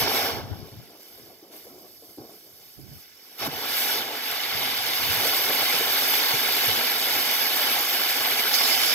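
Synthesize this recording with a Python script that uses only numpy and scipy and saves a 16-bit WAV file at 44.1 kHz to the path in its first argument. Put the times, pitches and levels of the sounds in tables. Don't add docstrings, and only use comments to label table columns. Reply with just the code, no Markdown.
import sys
import numpy as np
from scipy import signal
from scipy.fft import rfft, irfft, next_fast_len
from scipy.io import wavfile
from scipy.ndimage import uniform_filter1d, map_coordinates

SR = 44100
rng = np.random.default_rng(int(sys.argv[2]) if len(sys.argv) > 2 else 0)


def master_out(mix):
    frames = np.transpose(np.atleast_2d(mix))
    ceiling = np.clip(frames, -1, 1)
    pcm = np.round(ceiling * 32767).astype(np.int16)
    wavfile.write(sys.argv[1], SR, pcm)


N = 394254



def amp(db):
    return 10 ** (np.asarray(db) / 20)


def unit(x):
    return x / np.sqrt(np.mean(x ** 2) + 1e-20)


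def along(points, hz):
    point_hz, value = np.transpose(points)
    return np.interp(np.log(hz + 1), np.log(point_hz + 1), value)


def curves(rows):
    time_s, *columns = np.transpose(rows)
    return [np.interp(np.arange(N) / SR, time_s, column) for column in columns]


def wobble(rate):
    points = rng.standard_normal(int(N * rate / SR) + 4)
    return map_coordinates(points, [np.arange(N) * rate / SR])


def swell(start_s, hold_s, level_db, attack_s, fade_db_per_s):
    t = np.arange(N) / SR - start_s
    fading_s = np.clip(t - attack_s - hold_s, 0, 1)
    return np.clip(t / attack_s, 0, 1) * amp(level_db - fade_db_per_s * fading_s)


def sides(left_over_right_db):
    left = amp(np.asarray(left_over_right_db))
    return np.array([2 * left / (1 + left), 2 / (1 + left)])


def filtered(x, response):
    padded = next_fast_len(N + 8192)
    return irfft(rfft(x, padded) * response(np.fft.rfftfreq(padded, 1 / SR)), padded)[..., :N]


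def turbulence(spectrum, patchy_db, spit):
    spikes = -rng.exponential(size=N) * (rng.random(N) < .012) * 6
    noise = rng.standard_normal(N) + spit * spikes
    grid = signal.stft(noise, nperseg=256)[2]
    patches = uniform_filter1d(rng.standard_normal(grid.shape), size=5, axis=0)
    patches = uniform_filter1d(patches, size=12, axis=1)
    patchy = signal.istft(grid * amp(patchy_db * unit(patches)), nperseg=256)[1][:N]
    return unit(filtered(patchy, lambda hz: amp(along(spectrum, hz))))


# time_s, jet_db, fizz_over_jet_db, roar_over_jet_db
BURN_LEVELS = [(0.0, -29, 3, -5.5), (0.06, -29.5, -7.5, 1), (0.15, -29, -1, -1.5), (0.284, -31.5, -4, 0),
               (0.4, -43.5, -6, 9), (0.46, -54.5, -4, 13), (0.6, -55, -3, 2), (1.0, -59.5, 3.5, -25),
               (1.48, -64, 6, -30), (2.0, -67, 13.5, -25), (2.8, -64.5, 9, -25), (2.9, -59, 7, -30),
               (3.0, -58, 6, -30), (3.1, -61, 1.5, -28), (3.374, -55.5, 3, -4), (3.394, -39, 1, -1.5),
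               (3.432, -31, -7.5, -2), (3.472, -33, 0.5, 0), (3.481, -42, -2, 8.5), (3.54, -37, -4.5, -2),
               (3.796, -30, 1.5, -9), (3.936, -30, -1.5, -6), (4.106, -37.5, -5.5, -3),
               (4.3, -32, -3.5, -9), (4.45, -30.5, -6, -8.5), (5.16, -28, -1, -9), (5.4, -28.5, -0.5, -6),
               (5.68, -26.5, -2, -7), (5.85, -27.5, -1.5, -6), (6.11, -26.5, 0, -9.5),
               (6.3, -26.5, -2.5, -8), (7.9, -28, -1, -8), (8.51, -28, -2, -8), (8.6, -25.5, -5, -11.5),
               (8.94, -27, -6, -9.5)]
# pitch_hz, level_db (per Hz)
ROAR_SPECTRUM = [(40, -40), (70, -21), (120, -8.5), (185, -19), (240, -2.5), (320, -5), (450, 0.5),
                 (800, -3), (1100, -6.5), (1800, -12), (4000, -54)]
JET_SPECTRUM = [(400, -28), (800, -5), (1200, -2), (2000, 1), (3200, 1.5), (4200, -2), (5400, -7.5),
                (6500, -13.5), (7500, -16.5), (10000, -43)]
FIZZ_SPECTRUM = [(2500, -32), (4500, -10), (5400, -8), (6500, -8.5), (7500, -12.5), (8500, -9),
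                 (9800, -11.5), (11000, -5.5), (12700, -1), (14000, -6), (15600, -14)]
# pitch_hz, level_db (per Hz)
NOZZLE_SPECTRUM = [(4200, -40), (5050, -17), (5400, -6), (5750, -6), (6800, -36)]
# time_s, level_over_jet_db
NOZZLE_LEVELS = [(0, -6.5), (.6, -8), (3.3, -4), (4.2, -30), (5, -40)]
# start_s, hold_s, level_db
FUSE_SIZZLES = [(0.99, 0.14, -53), (1.507, 0.045, -49), (2.282, 0.057, -55), (2.596, 0.082, -65)]
SIZZLE_ATTACK_S, SIZZLE_FADE_DB_PER_S = 0.018, 65
SIZZLE_JET_DB = -6.5
UNEVEN_DB, UNEVEN_PER_DB = 0.26, 0.0314
SPIN_FROM_S, PASSES_PER_S, THROB_DB = 7.9, 13.5, 0.8


def wheel():
    jet_db, fizz_db, roar_db = curves(BURN_LEVELS)
    nozzle_db, = curves(NOZZLE_LEVELS)
    t = np.arange(N) / SR
    swing = np.sin(2 * np.pi * PASSES_PER_S * t + 0.76 * wobble(1.86))
    throb_db = THROB_DB * (t > SPIN_FROM_S) * swing
    surge_db = (UNEVEN_DB + UNEVEN_PER_DB * (jet_db.max() - jet_db)) * wobble(7)
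    sputter_db = 0.37 * wobble(30) + 0.19 * wobble(16) + throb_db + surge_db
    sizzle = sum(swell(*row, SIZZLE_ATTACK_S, SIZZLE_FADE_DB_PER_S) for row in FUSE_SIZZLES)

    roar_flicker_db = 1.4 * sputter_db + 0.76 * wobble(7) + 1.28 * wobble(60)
    roar_gain = amp(jet_db + roar_db + roar_flicker_db)
    roar = roar_gain * turbulence(ROAR_SPECTRUM, patchy_db=0.9, spit=0.43)

    jet_gain = np.hypot(amp(jet_db), amp(SIZZLE_JET_DB) * sizzle) * amp(1.75 + sputter_db)
    jet = jet_gain * turbulence(JET_SPECTRUM, patchy_db=0.88, spit=0.34)

    fizz_flicker_db = 1.7 + sputter_db + 0.26 * wobble(8)
    fizz_gain = np.hypot(amp(jet_db + fizz_db), sizzle) * amp(fizz_flicker_db)
    fizz = fizz_gain * turbulence(FIZZ_SPECTRUM, patchy_db=1.7, spit=0.33)

    hiss_gain = amp(jet_db + nozzle_db + sputter_db)
    hiss = hiss_gain * turbulence(NOZZLE_SPECTRUM, patchy_db=0.5, spit=0.54)
    return roar + jet + fizz + hiss


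# pitch_hz, level_db (per Hz)
FIERCE_SPECTRUM = [(600, -36), (1200, -14.5), (3000, -3.5), (4400, -3), (5200, 0), (5900, -8),
                   (7500, -12.5), (9500, -12.5), (11500, 1), (15600, -20)]
# time_s, level_db
FIERCE_LEVELS = [(8.515, -62), (8.535, -28), (8.7, -29.5), (8.94, -29.5)]


def fierce():
    flicker_db = .8 * wobble(60)
    level_db, = curves(FIERCE_LEVELS)
    return amp(level_db + flicker_db) * turbulence(FIERCE_SPECTRUM, patchy_db=2.0, spit=0.29)


# start_s, level_db (before rise and fade), pitch_hz (before it wavers)
GAS_PUFFS = [(1.427, -38, 331), (1.669, -35, 466), (1.714, -41, 333), (2.023, -39, 434), (2.174, -38, 382),
             (2.184, -25.5, 296), (2.214, -33, 378), (2.289, -46, 393), (2.791, -35, 353),
             (3.472, -20, 275), (5.254, -20, 475), (5.739, -22, 508), (5.809, -18, 447), (6.339, -24, 470),
             (6.689, -23, 430), (7.762, -19.5, 754), (8.513, -29, 820), (8.608, -25, 776),
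             (8.766, -23.5, 760)]
PUFF_T60_S = 0.054


def puffs():
    out, t = np.zeros(N + SR), np.arange(SR // 8) / SR
    for start_s, level_db, pitch_hz in GAS_PUFFS:
        waver = uniform_filter1d(rng.standard_normal(len(t)), size=90) * np.sqrt(90)
        uneven_hz = pitch_hz * (1 + .15 * waver)
        rise = 1 - np.exp(-t / .0007)
        fade = amp(level_db - 60 * t / PUFF_T60_S)
        cycles = np.sin(2 * np.pi * np.cumsum(uneven_hz) / SR)
        out[round(start_s * SR):][:len(t)] += fade * rise * cycles
    return out[:N]


# time_s, level_db
SMOULDER_LEVELS = [(0.4, -90), (0.5, -45), (0.9, -53.5), (1.4, -54), (2.0, -59), (2.4, -56.5), (2.7, -62.5),
                   (3.4, -63), (3.5, -90)]
# pitch_hz, level_db (per Hz)
FLUTTER_SPECTRUM = [(90, -22), (165, -10.5), (210, -7), (380, 0.5), (650, -5.5), (850, -15), (1200, -14),
                    (1900, -37), (4000, -60)]
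# start_s, hold_s, level_db
FLAME_FLARES = [(1.413, .03, -55), (1.645, 0.2, -50.5), (2.022, 0.085, -52.5), (2.172, 0.055, -45.5),
                (2.28, 0.034, -51.5), (2.78, 0.16, -59)]
FLARE_ATTACK_S, FLARE_FADE_DB_PER_S = .015, 200


def smoulder():
    flares = sum(swell(*row, FLARE_ATTACK_S, FLARE_FADE_DB_PER_S) for row in FLAME_FLARES)
    level_db, = curves(SMOULDER_LEVELS)
    strength = np.hypot(amp(level_db + 2.6 * wobble(16)), flares)
    flutter = amp(0.96 * wobble(70))
    return strength * flutter * turbulence(FLUTTER_SPECTRUM, patchy_db=-0.8, spit=0.61)


# delay_ms, centre_hz, width_hz, gain (signed); a very wide way is almost uncoloured
LEFT_WAYS = [(-0.0, 3000, 200000, 0.92), (0.66, 600, 600, -0.2), (1.31, 2210, 1080, -0.12),
             (1.652, 3850, 1940, -0.53), (1.99, 676, 296, -0.54), (2.83, 1126, 250.0, 0.49)]
RIGHT_WAYS = [(-.04, 11600, 11000, -0.3), (0.058, 3000, 200000, 0.5), (0.144, 8870, 8460, 0.92),
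              (.15, 543, 594, 0.65), (.31, 5370, 1300, 0.59), (0.493, 2780, 794, 0.34),
              (1.313, 920, 1000, 0.56), (1.432, 4970, 1210, 1.4), (1.49, 5500, 1530, 0.91),
              (2.0, 2940, 764, 0.6), (2.05, 570, 250, 0.014), (2.71, 5240, 1300, 0.44),
              (3.19, 1900, 866, -0.22)]


def port(x, ways):
    def response(hz):
        total = 0
        for delay_ms, centre_hz, width_hz, gain in ways:
            band = 1j * hz * width_hz / (centre_hz ** 2 - hz ** 2 + 1j * hz * width_hz)
            delay = np.exp(-2j * np.pi * hz * delay_ms / 1000)
            total = total + gain * band * delay
        return total
    return filtered(x, response)


# pitch_hz, level_db
SCATTER_LEVELS = [(120, -13), (400, -15), (1200, -1.5), (3000, -6), (5000, -1), (7500, -6.5), (12000, 0),
                  (15500, 4.5)]


def scattered(x):
    hz, _, grid = signal.stft(x, SR, nperseg=512, noverlap=448)
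    turns = np.exp(2j * np.pi * rng.random((2,) + grid.shape))
    strength = amp(along(SCATTER_LEVELS, hz))[:, None]
    return 2 * signal.istft(grid * turns * strength, SR, nperseg=512, noverlap=448)[1][:, :N]


# start_s, hold_s, level_db (mean of both sides), left_over_right_db
WIND_GUSTS = [(0.0, 0.019, -35, -4), (0.075, 0.2, -47, -5), (0.308, 0.17, -39.5, -1), (0.495, .015, -36, 7),
              (0.57, .06, -46, 25), (0.71, 0.098, -48, 1), (1.1, .08, -64, 20), (1.217, 0.039, -61, 3),
              (1.55, .2, -67, 0), (2.06, .04, -68, 0), (2.183, 0.055, -57, 0), (2.6, .05, -65, 2),
              (2.76, .1, -50, -30.5), (2.89, 0.05, -50, -1), (3.395, 0.16, -48.5, -2), (3.82, .1, -62, 0),
              (4.536, 0.045, -46, -11), (4.62, 0.34, -58, -18), (4.98, .12, -46, -29),
              (5.12, 0.047, -41, -8), (5.45, .15, -56, 3), (5.74, 0.16, -54, -1), (6.32, 0.037, -52, 5),
              (6.66, .04, -43, 2)]
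# pitch_hz, level_db (per Hz)
BUFFET_SPECTRUM = [(20, -28), (45, -14), (80, 0), (115, 1), (170, -5), (300, -10.5), (600, -34),
                   (1500, -110)]
# time_s, level_db
BREEZE_LEVELS = [(0, -59.5), (1, -73), (3.3, -74), (4.4, -68), (5.4, -60), (6.5, -66), (8.94, -73)]
GUST_ATTACK_S, GUST_FADE_DB_PER_S = 0.022, 300


def wind():
    breeze_db, = curves(BREEZE_LEVELS)
    breeze = amp(breeze_db + 4.4 * wobble(7))
    gusts = np.zeros((2, N))
    for start_s, hold_s, level_db, left_over_right_db in WIND_GUSTS:
        gust = swell(start_s, hold_s, level_db, GUST_ATTACK_S, GUST_FADE_DB_PER_S)
        gusts += gust * sides([left_over_right_db])
    lumps = []
    for _ in "LR":
        buffet = turbulence(BUFFET_SPECTRUM, patchy_db=.8, spit=0.46)
        lumps.append(unit(amp(1.6 * wobble(28)) * buffet))
    return np.hypot(breeze, gusts) * np.array(lumps)


# start_s, level_db (before the push shape), left_over_right_db, pitch_hz
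EDDY_THUDS = [(0.325, -37, -6, 107), (0.439, -34, 2, 112), (0.514, -27, 9, 94), (0.718, -38, 1.5, 105),
              (0.769, -38, 3.0, 108), (2.199, -42, 0.5, 124), (2.914, -35, -6, 132),
              (3.478, -30.5, -1, 148), (4.55, -37, -11, 145), (4.699, -46, -10, 83.4),
              (5.049, -45, -28, 105), (5.099, -32, -23, 93), (5.139, -46, -10, 96.9),
              (5.171, -31, -3.5, 106), (5.74, -40, -1.5, 151), (6.334, -31, -1.5, 134),
              (6.678, -37, 2, 112)]


def thuds():
    out, t = np.zeros((2, N + SR)), np.arange(SR // 8) / SR
    shape = (t / 0.0091) * np.exp(1 - t / 0.0067)
    for start_s, level_db, left_over_right_db, pitch_hz in EDDY_THUDS:
        push = shape * np.sin(2 * np.pi * pitch_hz * t)
        start = round(start_s * SR)
        out[:, start:start + len(t)] += amp(level_db) * sides([left_over_right_db]) * push
    return out[:, :N]


# pitch_hz, level_db
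FIERCE_LEFT_LEVELS = [(1000, 11), (3000, -0.5), (4400, 2), (5300, 4), (7000, 12), (9000, 4), (11500, -9),
                      (15000, 12)]


def scene():
    fire, last = wheel() + smoulder(), fierce()
    near = fire + puffs()
    shaded = filtered(last, lambda hz: amp(along(FIERCE_LEFT_LEVELS, hz)))
    left = port(near + shaded, LEFT_WAYS)
    right = port(near + amp(5.5) * last, RIGHT_WAYS)
    haze = scattered(fire + shaded) * amp([[-.4], [1.4]])
    return amp(-1.0) * (np.array([left, right]) + haze) + wind() + thuds()


# centre_hz, width_hz, level_db
TREBLE_DIPS = [(6490, 110, -5), (7250, 120, -7.5), (8010, 93, -5)]
TOP_HZ = 15750


def record(dry):
    def response(hz):
        dips_db = sum(db * np.exp(-((hz - centre_hz) / width_hz) ** 2)
                      for centre_hz, width_hz, db in TREBLE_DIPS)
        return amp(dips_db) * (hz < TOP_HZ)
    return filtered(dry, response)


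dry = scene()
out = record(dry)
master_out(out)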